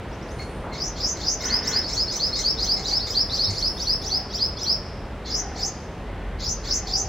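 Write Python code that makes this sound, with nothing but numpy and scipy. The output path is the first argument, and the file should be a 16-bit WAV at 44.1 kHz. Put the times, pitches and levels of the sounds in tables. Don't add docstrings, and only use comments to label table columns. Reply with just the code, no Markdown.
import sys
import numpy as np
from scipy import signal
from scipy.fft import rfft, irfft
from scipy.io import wavfile
from scipy.ndimage import uniform_filter1d

SR = 44100
rng = np.random.default_rng(int(sys.argv[2]) if len(sys.argv) > 2 else 0)


def write(x):
    x = np.atleast_2d(x).T
    wavfile.write(sys.argv[1], SR, np.round(np.clip(x, -1, 1) * 32767).astype(np.int16))


N = 312228
TIME = np.arange(N) / SR


def from_db(db):
    return 10 ** (np.asarray(db) / 20)


def rms_one(x):
    return x / np.sqrt(np.mean(x ** 2) + 1e-20)


def columns_at(rows, t):
    s, *columns = np.transpose(rows)
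    return [np.interp(t, s, c) for c in columns]


def at_hz(points, hz):
    f, value = np.transpose(points)
    return np.interp(np.log(hz + 1), np.log(f), value)


def wander(rate_hz, size):
    hz = np.fft.rfftfreq(N, 1 / SR)[:size // 2 + 1] * N / size
    return rms_one(irfft(rfft(rng.standard_normal(size)) / (1 + (hz / rate_hz) ** 4), size))


def phase_of(hz):
    return 2 * np.pi * np.cumsum(hz) / SR


def narrow_noise(hz, width_hz):
    phase = phase_of(hz * np.ones(N))
    return wander(width_hz / 2, N) * np.cos(phase) + wander(width_hz / 2, N) * np.sin(phase)


def swells(rows):
    out = np.zeros(N)
    for s, length, db in rows:
        progress = np.clip((TIME - s) / length, 0, 1)
        out += from_db(db) * np.sqrt(2 * np.abs(np.sin(np.pi * progress)))
    return out


# f/Hz, side level over middle/dB
STEREO_WIDTH = [(45, -47), (100, -49), (180, -30), (350, -18), (700, -25), (1400, -18), (2600, -14),
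                (4400, -7.5), (8000, -2), (15000, 2.5)]
def stereo_noise(size):
    width = from_db(at_hz(STEREO_WIDTH, np.fft.rfftfreq(size, 1 / SR)))
    mid, side = rfft(rng.standard_normal((2, size)))
    return irfft((mid + width * side * [[1], [-1]]) / np.sqrt(1 + width ** 2), size)


def note_curves(t, low_hz, start_hz, top_hz, scoop_s, rise_s, bend, droop_hz_per_s,
                scoop_db, attack_s, hold_s, end_db, release_s):
    scoop = np.clip(1 + t / scoop_s, 0, 1)
    rise = np.clip(t / rise_s, 0, 1)
    climb_hz = (top_hz - start_hz) * rise * (1 + bend * (1 - rise))
    droop_hz = droop_hz_per_s * np.clip(t - rise_s, 0, hold_s)
    hz = low_hz + (start_hz - low_hz) * scoop ** 2 + climb_hz - droop_hz
    loudness = np.interp(t, [-scoop_s, 0, attack_s, hold_s, hold_s + release_s],
                         [0, from_db(scoop_db), 1, from_db(end_db), 0])
    return np.maximum(hz, low_hz), loudness


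# f/Hz, level/dB
THROAT = [(7000, 0.5), (8500, -4), (10500, -2), (13000, 2), (15000, 9)]
def syrinx(notes, shape, partials, jitter, jitter_hz, flutter_db, trill_hz=0, trill_depth=0, throb_db=0):
    beak_hz, beak_width_hz, beak_peak_db = 4950, 240, 3.0
    out, size = np.zeros(N + SR), 8192
    for s, level_db, length, pitch in notes:
        first = max(round((s - shape["scoop_s"] * length) * SR), 0)
        t = (first + np.arange(size)) / SR - s
        hz, loudness = note_curves(t / length, **shape)
        swing = -np.cos(2 * np.pi * trill_hz * (t - .004) + .5 * wander(27, size))
        swing *= np.interp(t / length, [-.01, 0, .05, .0657], [0, .99, .99, .31])
        hz = hz * pitch * (1 + trill_depth * swing + .0044 * wander(58, size))
        shake = jitter * np.sqrt(loudness) * wander(jitter_hz, size)
        phase = phase_of(hz * (1 + shake))
        effort = loudness * from_db(flutter_db * wander(112, size) - throb_db * swing)
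        for k, partial_db in partials:
            beak_db = beak_peak_db / (1 + ((k * hz - beak_hz) / beak_width_hz) ** 2)
            gain = from_db(level_db + partial_db + beak_db + at_hz(THROAT, k * hz))
            gain *= effort ** (1 + .026 * (k - 1))
            out[first:first + size] += np.sqrt(2) * gain * (k * hz < SR / 2) * np.sin(k * phase)
    return out[:N]


def with_air(voice, air_db, centre_hz=14300, width_hz=3600, flicker_db=4):
    loudness = np.sqrt(np.abs(uniform_filter1d(voice ** 2, size=128)))
    flicker = from_db(flicker_db * wander(70, N))
    return voice + from_db(air_db) * loudness * flicker * narrow_noise(centre_hz, width_hz)


def foliage(x, direct_db, leaves_db, leaves_s, tail_db, tail_s):
    t = TIME[:SR]
    leaf_shade = signal.butter(2, 10000, fs=SR, output="sos")
    dull = signal.butter(2, 7500, fs=SR, output="sos")
    out = from_db(direct_db) * signal.sosfilt(leaf_shade, x)
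    sway = 2 * np.pi * .428 * TIME
    for share in (np.cos(sway), np.sin(sway)):
        leaves = stereo_noise(SR) * from_db(-60 * t / leaves_s) * (t > .001)
        tail = stereo_noise(SR) * from_db(-60 * t / tail_s) * (1 - np.exp(-t / .0075))
        echoes = from_db(leaves_db) * rms_one(leaves)
        echoes += from_db(tail_db) * signal.sosfilt(dull, rms_one(tail))
        out = out + signal.fftconvolve((share * x)[None], echoes / np.sqrt(SR), axes=1)[:, :N]
    return out


# f/Hz, level/dB
HAZE_TONE = [(20, -34), (33, -9), (60, -3), (110, -9), (150, -11.5), (205, -11), (280, -18.5), (410, -17),
             (600, -19.5), (1200, -26.5), (2000, -31), (3200, -37.5), (6000, -49), (9000, -54.5),
             (15500, -64)]
# t/s, rumble level/dB, middle level/dB
HAZE_DRIFT = [(0.0, -37, -37.5), (1.2, -37.5, -37.5), (6.31, -38, -39.5), (7.08, -37.5, -39)]
def town_haze():
    hz = np.fft.rfftfreq(N, 1 / SR)
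    spectrum = rfft(stereo_noise(N)) * from_db(at_hz(HAZE_TONE, hz))
    low, high = hz < 250, hz > 1400
    rumble, mid, hiss = [rms_one(irfft(spectrum * band, N)) for band in (low, ~low & ~high, high)]
    rumble_db, mid_db = columns_at(HAZE_DRIFT, TIME)
    hiss_db = -46 - .3 * TIME
    return from_db(rumble_db + 1.98) * rumble + from_db(mid_db + .03) * mid + from_db(hiss_db) * hiss


# t/s, level/dB
MOTOR_LEVELS = [(0.1, -43), (0.69, -47), (0.73, -38), (3.67, -37), (4.88, -57), (5.42, -34), (5.85, -46),
                (6.23, -31), (7.0, -34.5)]
def motor():
    level_db, = columns_at(MOTOR_LEVELS, TIME)
    hz = 44 + 1.44 * wander(4.1, N)
    return from_db(level_db - 2.5) * np.sqrt(2) * np.sin(phase_of(hz))


LEAD_SHAPE = dict(low_hz=3336, start_hz=4300, top_hz=6465, scoop_s=.038, rise_s=.046, bend=0.226, droop_hz_per_s=3000, scoop_db=-11.5, attack_s=0.018, hold_s=.037, end_db=-3.5, release_s=0.015)
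STRAND_SHAPE = dict(low_hz=4450, start_hz=5050, top_hz=7700, scoop_s=.018, rise_s=.05, bend=0.124, droop_hz_per_s=3000, scoop_db=0.5, attack_s=0.0061, hold_s=0.058, end_db=-14.5, release_s=0.012)
# multiple of the pitch, level/dB
ROUGH_PARTIALS = [(1, -0.5), (2, -33), (3, -41)]
# t/s, level/dB
PEEPS = [(.11, -54.5), (.207, -56), (0.282, -50)]
def lead_ins():
    notes = [(s, db, 1, 1.04) for s, db in PEEPS]
    for s, _, _, ahead_s in CHIRPS:
        run_s = s - CHIRPS[0][0]
        notes.append((s - ahead_s, -27.5 - run_s, 1, 1.05 - .033 * run_s))
    notes += before_trills(ahead_s=.037, softer_db=-8, pitch_factor=.94)
    strand_notes = [(s - .026, db - 10.5, length, pitch) for s, db, length, pitch in notes]
    sweeps = syrinx(notes, LEAD_SHAPE, ROUGH_PARTIALS, jitter=.023, jitter_hz=450, flutter_db=4.5)
    strands = syrinx(strand_notes, STRAND_SHAPE, ROUGH_PARTIALS,
                     jitter=.0565, jitter_hz=550, flutter_db=4)
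    return sweeps + strands


# t/s, length/s, level/dB, first f/Hz, last f/Hz, settling time/s
INSECT_BURSTS = [(.265, 0.41, -63, 9900, 9170, .08), (3.2, .98, -62, 10800, 9740, 0.52)]
def insect():
    hz = np.full(N, float(INSECT_BURSTS[0][3]))
    for s, _, _, first_hz, last_hz, settle_s in INSECT_BURSTS:
        glide_hz = last_hz + (first_hz - last_hz) * np.exp(-np.abs(TIME - s) / settle_s)
        hz = np.where(TIME < s, hz, glide_hz)
    hiss = np.array([narrow_noise(hz, 1100) + from_db(-1) * narrow_noise(hz, 4200) for ear in range(2)])
    return swells([row[:3] for row in INSECT_BURSTS]) * hiss


RASP_SHAPE = dict(low_hz=2080, start_hz=2130, top_hz=2210, scoop_s=.008, rise_s=.036, bend=-.3, droop_hz_per_s=500, scoop_db=-8, attack_s=.008, hold_s=.037, end_db=-1.5, release_s=.012)
# multiple of the pitch, level/dB
RASP_PARTIALS = [(1, -2), (2, 7), (3, -13), (4, -12)]
SOFT_RASP_PARTIALS = [(1, -1), (2, 12), (3, 6)]
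# t/s, level/dB
RASPS = [(.39, -56.5), (.725, -60.5), (1.16, -62), (1.404, -58), (1.884, -47), (2.124, -48), (2.25, -52.5),
         (2.36, -47), (2.634, -57), (2.769, -50.5), (2.899, -56), (3.064, -55), (3.494, -54.5)]
def rasps():
    scolds = [(s, db, 1, 1) for s, db in RASPS]
    harsh = syrinx(scolds, RASP_SHAPE, RASP_PARTIALS, jitter=.056, jitter_hz=620, flutter_db=7)
    harsh = with_air(harsh, air_db=-3, centre_hz=6000, width_hz=3000, flicker_db=2.5)
    openers = before_trills(ahead_s=.065, softer_db=-27.5, pitch_factor=1)
    soft = syrinx(openers, RASP_SHAPE, SOFT_RASP_PARTIALS, jitter=.076, jitter_hz=610, flutter_db=-2)
    return harsh + soft


# multiple of the pitch, level/dB
PIP_PARTIALS = [(1, -0.89), (2, 0)]
# t/s, level/dB
PIPS = [(.392, -46.5), (.718, -45), (1.16, -55), (1.404, -48)]
def pips():
    notes = [(s, db, 1, 1) for s, db in PIPS]
    return syrinx(notes, RASP_SHAPE, PIP_PARTIALS, jitter=.0079, jitter_hz=300, flutter_db=5)


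def leaf_rustle():
    return swells([(.62, .13, -39)]) * narrow_noise(750, 1300)


TRILL_SHAPE = dict(low_hz=3300, start_hz=5200, top_hz=6550, scoop_s=.028, rise_s=.039, bend=-0.452, droop_hz_per_s=6800, scoop_db=-9, attack_s=0.0062, hold_s=0.065, end_db=0, release_s=0.015)
# t/s, level/dB, length factor, pitch factor
TRILLS = [(.8, -30, 1.31, 0.98), (1.026, -26.5, 1.41, 1.006), (1.264, -25, 1.09, .99),
          (5.322, -25.5, 1.19, .98), (5.626, -25.5, 0.83, 1.03), (6.461, -24, 0.96, 0.99),
          (6.705, -24.5, 1.05, 1.01), (6.932, -24.5, 1.27, 1)]
def trills():
    voice = syrinx(TRILLS, TRILL_SHAPE, ROUGH_PARTIALS, jitter=.023, jitter_hz=354, flutter_db=2,
                   trill_hz=62.2, trill_depth=.1112, throb_db=5.5)
    return with_air(voice, air_db=-34.5, centre_hz=13400, width_hz=3300)


def before_trills(ahead_s, softer_db, pitch_factor):
    return [(s - ahead_s, db + softer_db, 1, pitch * pitch_factor) for s, db, _, pitch in TRILLS]


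# f/Hz, width/Hz, level/dB
CAW_THROAT = [(239.4, 58, 2), (433.5, 150, 1), (893, 630, 3.5), (1496, 175, 2), (1780, 190, 2.5),
              (2028, 280, 2.5), (2603, 1700, -1)]
# t/s, length/s, level/dB
CAWS = [(1.41, 0.22, -37), (1.6, 0.25, -37.5), (5.27, 0.43, -48), (5.98, 0.48, -49), (6.6, 0.32, -48)]
def caws():
    throat = sum(from_db(db) * narrow_noise(hz, width) for hz, width, db in CAW_THROAT)
    return swells(CAWS) * rms_one(throat)


WHISTLE_SHAPE = dict(low_hz=3017, start_hz=4062, top_hz=5433, scoop_s=.021, rise_s=0.083, bend=0.447, droop_hz_per_s=22000, scoop_db=-11.5, attack_s=.011, hold_s=.078, end_db=0, release_s=0.005)
# multiple of the pitch, level/dB
WHISTLE_PARTIALS = [(1, -1), (2, -32.5), (3, -34.5)]
# t/s, level/dB, length factor, head start of the lead-in/s
CHIRPS = [(1.494, -24.5, 0.99, 0.061), (1.724, -24.5, 0.91, 0.063), (1.961, -24.5, 0.96, 0.047),
          (2.197, -23.5, 0.94, 0.066), (2.435, -22.5, 0.98, 0.062), (2.671, -24, 1.0, .058),
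          (2.908, -25, 0.98, 0.05), (3.148, -21.5, .93, 0.057), (3.382, -23, 0.98, .053),
          (3.618, -24.5, 0.83, .051), (3.860, -24.5, 1, 0.065), (4.103, -25, 0.99, 0.062),
          (4.391, -24.5, 0.9, 0.059), (4.659, -23.5, 0.93, 0.06)]
def chirp_whistles():
    notes = [(s, db, length, 1) for s, db, length, _ in CHIRPS]
    return syrinx(notes, WHISTLE_SHAPE, WHISTLE_PARTIALS, jitter=.0095, jitter_hz=260, flutter_db=2)


SLIDE_SHAPE = dict(low_hz=3550, start_hz=3950, top_hz=5250, scoop_s=.012, rise_s=.06, bend=.2, droop_hz_per_s=8000, scoop_db=-8, attack_s=.007, hold_s=.055, end_db=-1.5, release_s=.013)
# t/s, level/dB, pitch factor
SLIDES = [(1.833, -32.5, 1.04), (2.073, -32, 1.05), (2.325, -29.5, 1.04), (2.581, -28, 1.0),
          (2.845, -30.5, 0.96), (2.994, -31.5, 0.96), (3.3, -29.5, .95), (3.442, -31.5, 0.92),
          (3.545, -42, 1.06)]
def second_bird():
    notes = [(s, db, 1, pitch) for s, db, pitch in SLIDES]
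    return syrinx(notes, SLIDE_SHAPE, WHISTLE_PARTIALS, jitter=.016, jitter_hz=300, flutter_db=3.5)


# t/s, length/s, level/dB
HOOTS = [(2.62, 0.4, -48), (4.02, 0.28, -51), (5.33, 0.39, -48), (6.82, 0.32, -48.5)]
def hoots():
    voice = from_db(2.5) * narrow_noise(770, 110) + from_db(-6) * narrow_noise(400, 52)
    return swells(HOOTS) * voice


def hand_bump():
    return swells([(3.47, .083, -29)]) * np.sin(phase_of(np.full(N, 99.0)))


def scene():
    clear = with_air(chirp_whistles() + second_bird(), air_db=-46)
    scratchy = with_air(lead_ins() + rasps() + pips(), air_db=-25)
    birds = (foliage(clear, direct_db=-2.5, leaves_db=-1, leaves_s=.22, tail_db=-13.5, tail_s=.81)
             + foliage(scratchy, direct_db=-3.5, leaves_db=-1, leaves_s=.23, tail_db=-9.5, tail_s=.99)
             + foliage(trills(), direct_db=-8.5, leaves_db=-3, leaves_s=.12, tail_db=-14.5, tail_s=.71))
    return birds + town_haze() + motor() + insect() + leaf_rustle() + caws() + hoots() + hand_bump()


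def record(dry):
    cutoff_hz = 15800
    return signal.sosfilt(signal.ellip(10, .1, 80, cutoff_hz, fs=SR, output="sos"), dry)


dry = scene()
out = record(dry)
write(out)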